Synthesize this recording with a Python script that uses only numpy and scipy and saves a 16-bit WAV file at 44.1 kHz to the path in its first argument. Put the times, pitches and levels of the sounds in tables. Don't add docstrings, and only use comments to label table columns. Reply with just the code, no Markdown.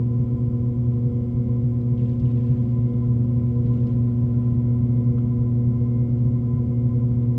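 import sys
import numpy as np
from scipy import signal
from scipy.fft import rfft, irfft
from scipy.io import wavfile

SR = 44100
rng = np.random.default_rng(int(sys.argv[2]) if len(sys.argv) > 2 else 0)


def transcribe(u):
    v = np.clip(np.atleast_2d(u).T, -1, 1)
    q = np.round(v * 32767).astype(np.int16)
    wavfile.write(sys.argv[1], SR, q)


N = 325458
T, HZ = np.arange(N) / SR, np.fft.rfftfreq(N, 1 / SR)


def amp(db):
    return 10 ** (np.asarray(db) / 20)


def unit(x):
    return x / np.sqrt(np.mean(x ** 2) + 1e-30)


def curve(rows):
    return np.interp(T, *np.transpose(rows))


def colour(points, hz=HZ):
    f, db = np.transpose(points)
    return np.interp(np.log(hz + 1), np.log(f + 1), db)


def noise(db):
    return irfft(rfft(rng.standard_normal(N)) * amp(db), N) * np.sqrt(SR / 2)


def drift(rate_hz):
    return unit(irfft(rfft(rng.standard_normal(N)) * np.exp(-(HZ / rate_hz) ** 2), N))


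def tone(cycles, db):
    return np.sqrt(2) * amp(db) * np.cos(2 * np.pi * cycles)


def held(start, end, attack_s, release_s):
    return (1 - np.exp(-np.maximum(T - start, 0) / attack_s)) * np.exp(-np.maximum(T - end, 0) / release_s)


# frequency in Hz, density in dB per Hz.
HISS_SPECTRUM = [(1200, -125), (1800, -107), (2200, -101), (2550, -107.8), (3050, -105.2), (3550, -107.5),
                 (4050, -114.5), (4750, -111), (6300, -117), (7200, -115), (7800, -119.5), (11000, -122),
                 (15700, -128.5)]

def hiss():
    return noise(colour(HISS_SPECTRUM))


# time in seconds, level in dB.
HAND_CONTACT = [(0, -92.5), (2, -77.5), (4.4, -73), (5.7, -87), (7.38, -87)]
# start in seconds, length in seconds, level in dB, release in seconds.
SPONGE_PRESSES = [(1.965, 0.17, -65.5, .03), (2.195, 0.32, -67, .32), (3.63, .28, -67, .04)]

def rubbing(attack_s=.02):
    presses = sum(amp(db) * held(start, start + length, attack_s, release_s)
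                  for start, length, db, release_s in SPONGE_PRESSES)
    return np.hypot(amp(curve(HAND_CONTACT)), presses)


# frequency in Hz, relative level in dB.
WET_SPECTRUM = [(500, -26.5), (1200, 0.5), (2300, 2), (3300, 0.5), (4300, -7.5), (5300, -9.6), (6300, -16),
                (7200, -12), (8200, -19), (15000, -30)]

def sponge(bubbles_per_s=1200, pitches=36, spread_db=3.0, decay_cycles=7, swish_gain=1.6, clump_db=1.0):
    t, pops = T[:SR // 50], np.zeros(N)
    for hz in np.linspace(1200, 8000, pitches):
        sizes = amp(spread_db * np.minimum(rng.exponential(1, N), 3.5))
        bursts = rng.random(N) < bubbles_per_s / pitches / SR
        ring = unit(np.sin(2 * np.pi * hz * t) * np.exp(-t * hz / decay_cycles))
        pops += signal.oaconvolve(sizes * bursts, ring)[:N]
    swish = rng.standard_normal(N) * swish_gain
    rustle = (unit(pops) + swish) * amp(clump_db * drift(25))
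    return unit(irfft(rfft(rustle) * amp(colour(WET_SPECTRUM)), N)) * rubbing()


# start in seconds, relative level in dB, centre in Hz, width in octaves.
CLAY_TICKS = [(0.936, -61, 3010, 0.65), (1.812, -59, 3500, .7), (1.977, -54, 2710, .7),
              (1.994, -52.5, 2380, .4), (2.09, -56.5, 3500, .7), (2.197, -53.5, 3700, 0.8),
              (2.254, -52, 2990, 0.25), (2.312, -58, 3500, 0.7), (2.371, -56.5, 2620, .6),
              (2.466, -56.5, 3500, 0.51), (3.659, -57.5, 3170, .6), (3.774, -61.5, 3030, 0.77),
              (3.869, -55.5, 3580, 0.93), (5.18, -42, 1244, 0.26), (5.182, -56, 2810, 0.41),
              (6.18, -62, 3000, 0.87), (7.228, -62, 3010, .5)]

def clay_ticks(rise_s=0.00026, decay_s=0.0073, room_db=-16, room_s=.03):
    out = np.zeros(N)
    for start, db, hz, octaves in CLAY_TICKS:
        age = np.maximum(T - start, 0)
        attack = 1 - np.exp(-age / rise_s)
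        decay = np.exp(-age / decay_s) + amp(room_db) * np.exp(-age / room_s)
        smack = unit(noise(-40 * np.log10(1 + (np.log2((HZ + 1) / hz) / octaves) ** 2)))
        out += amp(db) * attack * decay * smack / 2
    return out


# start in seconds, end in seconds.
WHINE_SPELLS = [(1.06, 1.54), (2.66, 3.0), (4.56, 7.38)]

def slot_whine(turns, slots=48, quiet_db=-80.5, loud_db=-72.5, waver_db=1.55):
    spell = sum(held(start, end, attack_s=0.064, release_s=.05) for start, end in WHINE_SPELLS)
    return tone(slots * turns, quiet_db + (loud_db - quiet_db) * spell + waver_db * drift(5))


# frequency in Hz, bandwidth in Hz, relative level in dB.
BEARING_MODES = [(1015, 22, -0.5), (1392, 34, -17.5), (1946, 20, -26.5)]
# time in seconds, level in dB.
BEARING_LEVEL = [(0, -57), (1.2, -61), (3.3, -58), (3.8, -54.5), (4.9, -56), (6.15, -59.5), (7.38, -59)]

def bearing(flutter_hz=13.5, flutter_db=3.5, waver_db=0.85, squeal_s=6.57, squeal_width_s=.06, squeal_db=7):
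    out = np.zeros(N)
    for hz, width, db in BEARING_MODES:
        ring = signal.hilbert(noise(-20 * np.log10(1 + (2 * (HZ - hz) / width) ** 2)))
        evened = ring.real / np.sqrt(abs(ring) + 1e-9)
        ball_passes = np.cumsum(flutter_hz * (1 + .35 * drift(12))) / SR
        flutter = amp(flutter_db * unit(np.cos(2 * np.pi * ball_passes) + .5 * drift(31)))
        out += amp(db) * unit(evened * flutter)
    squeal = squeal_db * np.exp(-((T - squeal_s) / squeal_width_s) ** 2)
    return out * amp(curve(BEARING_LEVEL) + squeal + waver_db * drift(3.6))


# frequency in Hz, density before shaping in dB per Hz.
ROLLING_SPECTRUM = [(20, -91), (33, -91), (54, -75.5), (85, -54), (125, -51.5), (175, -70.5), (260, -66),
                    (400, -79.5), (560, -84.5), (720, -89.5), (1600, -104)]
# frequency in Hz, width in Hz, lift in dB.
HOUSING_MODES = [(139.5, 29, 7.5), (207.4, 24, 14), (387, 6.2, 5.5), (476.5, 40, 17), (882, 48, 4),
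                 (1270, 180, 7)]

def rolling(laps, cutoff_hz=1750, split_hz=600, swell_db=2.5, patchy_db=0.77):
    lift = sum(db * np.exp(-2 * ((HZ - hz) / width) ** 2) for hz, width, db in HOUSING_MODES)
    density_db = colour(ROLLING_SPECTRUM) + lift - 10 * np.log10(1 + (HZ / cutoff_hz) ** 10)
    low_share = 1 / (1 + ((HZ + 1) / split_hz) ** 8)
    rub = np.exp(6 * (np.cos(2 * np.pi * (laps - .11)) - 1))
    low = noise(density_db + 10 * np.log10(low_share)) * amp(swell_db * (rub - rub.mean()))
    high = noise(density_db + 10 * np.log10(1 - low_share + 1e-12))
    return low * amp(patchy_db * drift(30)) + high * amp(patchy_db * drift(15))


# frequency in Hz, level in dB of a lap harmonic there.
BELT_SPECTRUM = [(40, -81), (46, -59.5), (54, -56.5), (62, -49.5), (72, -50.5), (105, -54), (120, -56.5),
                 (140, -51.5), (160, -59.5), (180, -75.5), (198, -52), (235, -63), (300, -79.5)]

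def belt_rumble(laps):
    harmonics = np.arange(12, 90)
    place = np.linspace(0, 1, SR // 10)
    levels_db = colour(BELT_SPECTRUM, harmonics * laps[-1] / T[-1])
    phases = harmonics[:, None] * place + rng.random((len(harmonics), 1))
    one_lap = tone(phases, levels_db[:, None]).sum(0)
    return np.interp(laps % 1, place, one_lap)


# multiple of the rotation rate (rounded in use), level in dB, unsteadiness ratio.
SHAFT_ORDERS = [(2, -40, 0.099), (3, -35.5, 0.61), (5, -44, 0.073), (6, -44, 0.32), (7, -50.5, 0.22),
                (8, -53, 0.15), (10, -57.5, 0.27), (11, -52.5, 0.7), (12, -52.5, 0.27), (13, -68.5, .3),
                (16, -77.5, 0.56), (44, -86, 0.67), (50, -84.5, 0.55), (54, -87, 0.39), (63.9, -88, .4)]
# frequency in Hz, level in dB.
WHISTLE_TONES = [(7110, -101), (7230, -95.5), (7470, -98.5), (7590, -102)]

def shaft(turns, unbalance_db=-49, waver_hz=3.5):
    out = tone(turns, unbalance_db)
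    for order, db, unsteady in SHAFT_ORDERS:
        wander = drift(waver_hz) + 1j * drift(waver_hz)
        modulation = (1 + unsteady * wander) / np.sqrt(1 + 2 * unsteady ** 2)
        carrier = np.exp(2j * np.pi * (round(order) * turns + rng.random()))
        out += np.sqrt(2) * amp(db) * (modulation * carrier).real
    whistle = sum(tone(hz * T + .12 * drift(12), db) for hz, db in WHISTLE_TONES)
    return out + whistle


# place as a fraction of a lap, signed push, contact time in seconds.
STIFF_SPOTS = [(.147, .73, .0023), (.648, -1.0, .0009), (.792, -1.28, .0031)]
# frequency in Hz, relative level in dB, time to decay 60 dB in seconds.
FRAME_MODES = [(71.1, -26.2, .25), (87.2, -21, .19), (109.2, -18, .2), (131, -15.1, .4), (185, -22.2, .06)]

def belt_thumps(laps, rise_s=.005, force_spread=0.19, gain_db=-1.0):
    knocks = np.zeros(N)
    for place, push, contact_s in STIFF_SPOTS:
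        passes = np.diff(np.floor(laps - place), prepend=np.floor(-place))
        impulses = passes * (1 + force_spread * drift(8.4))
        knocks += push * irfft(rfft(impulses) * np.exp(-(np.pi * HZ * contact_s) ** 2), N)
    t = T[:SR // 2]
    ring = sum(amp(db - 60 * t / t60) * np.sin(2 * np.pi * hz * t) for hz, db, t60 in FRAME_MODES)
    ring *= 1 - np.exp(-(t / rise_s) ** 2)
    vibration = signal.fftconvolve(knocks, ring)[:N]
    radiation = 1 / np.sqrt(1 + (50 / (HZ + 1)) ** 20)
    return amp(gain_db) * irfft(rfft(vibration) * radiation, N)


# time in seconds, relative load in dB.
HAND_LOAD = [(0, -0.4), (1.9, 0.01), (2.7, 0.24), (4.4, 0.78), (7.38, 0.17)]
# harmonic number, level in dB, change in dB per dB of load.
HUM_HARMONICS = [(1, -22.5, 2), (2, -29, 2.5), (3, -42.5, 0), (4, -49, -3), (5, -64, 9), (6, -60.5, 1),
                 (7, -80, -2), (9, -73, 0.5), (10, -79, -3.5), (13, -82.5, 2.5), (16, -94.5, -0.5),
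                 (19, -88, -1)]

def motor_hum(hum_hz=119.991, flutter=0.0097):
    load, out = curve(HAND_LOAD), np.zeros(N)
    for k, db, load_slope in HUM_HARMONICS:
        phase = k * (k - 1) / 8
        out += tone(k * hum_hz * T + phase, db + load_slope * load) * (1 + flutter * drift(12))
    return out


# time in seconds, turns per second.
MOTOR_SPEED = [(0, 43.79), (2.6, 43.84), (4.2, 43.68), (5.2, 43.93), (7.38, 43.89)]

def scene(turns_per_lap=12.642):
    turns = np.cumsum(curve(MOTOR_SPEED)) / SR
    laps = turns / turns_per_lap
    drive = (belt_thumps(laps) + belt_rumble(laps) + rolling(laps)) * amp(curve(HAND_LOAD))
    motor = motor_hum() + shaft(turns) + slot_whine(turns) + bearing()
    return (motor + drive + hiss() + sponge() + clay_ticks())[None]


def record(dry, fade_s=.0003, cutoff_hz=15740):
    fade_in = 1 - np.exp(-T / fade_s)
    lowpass = signal.firwin(801, cutoff_hz, window=("kaiser", 9), fs=SR)
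    return signal.oaconvolve(dry * fade_in, lowpass[None], "same")


dry = scene()
out = record(dry)
transcribe(out)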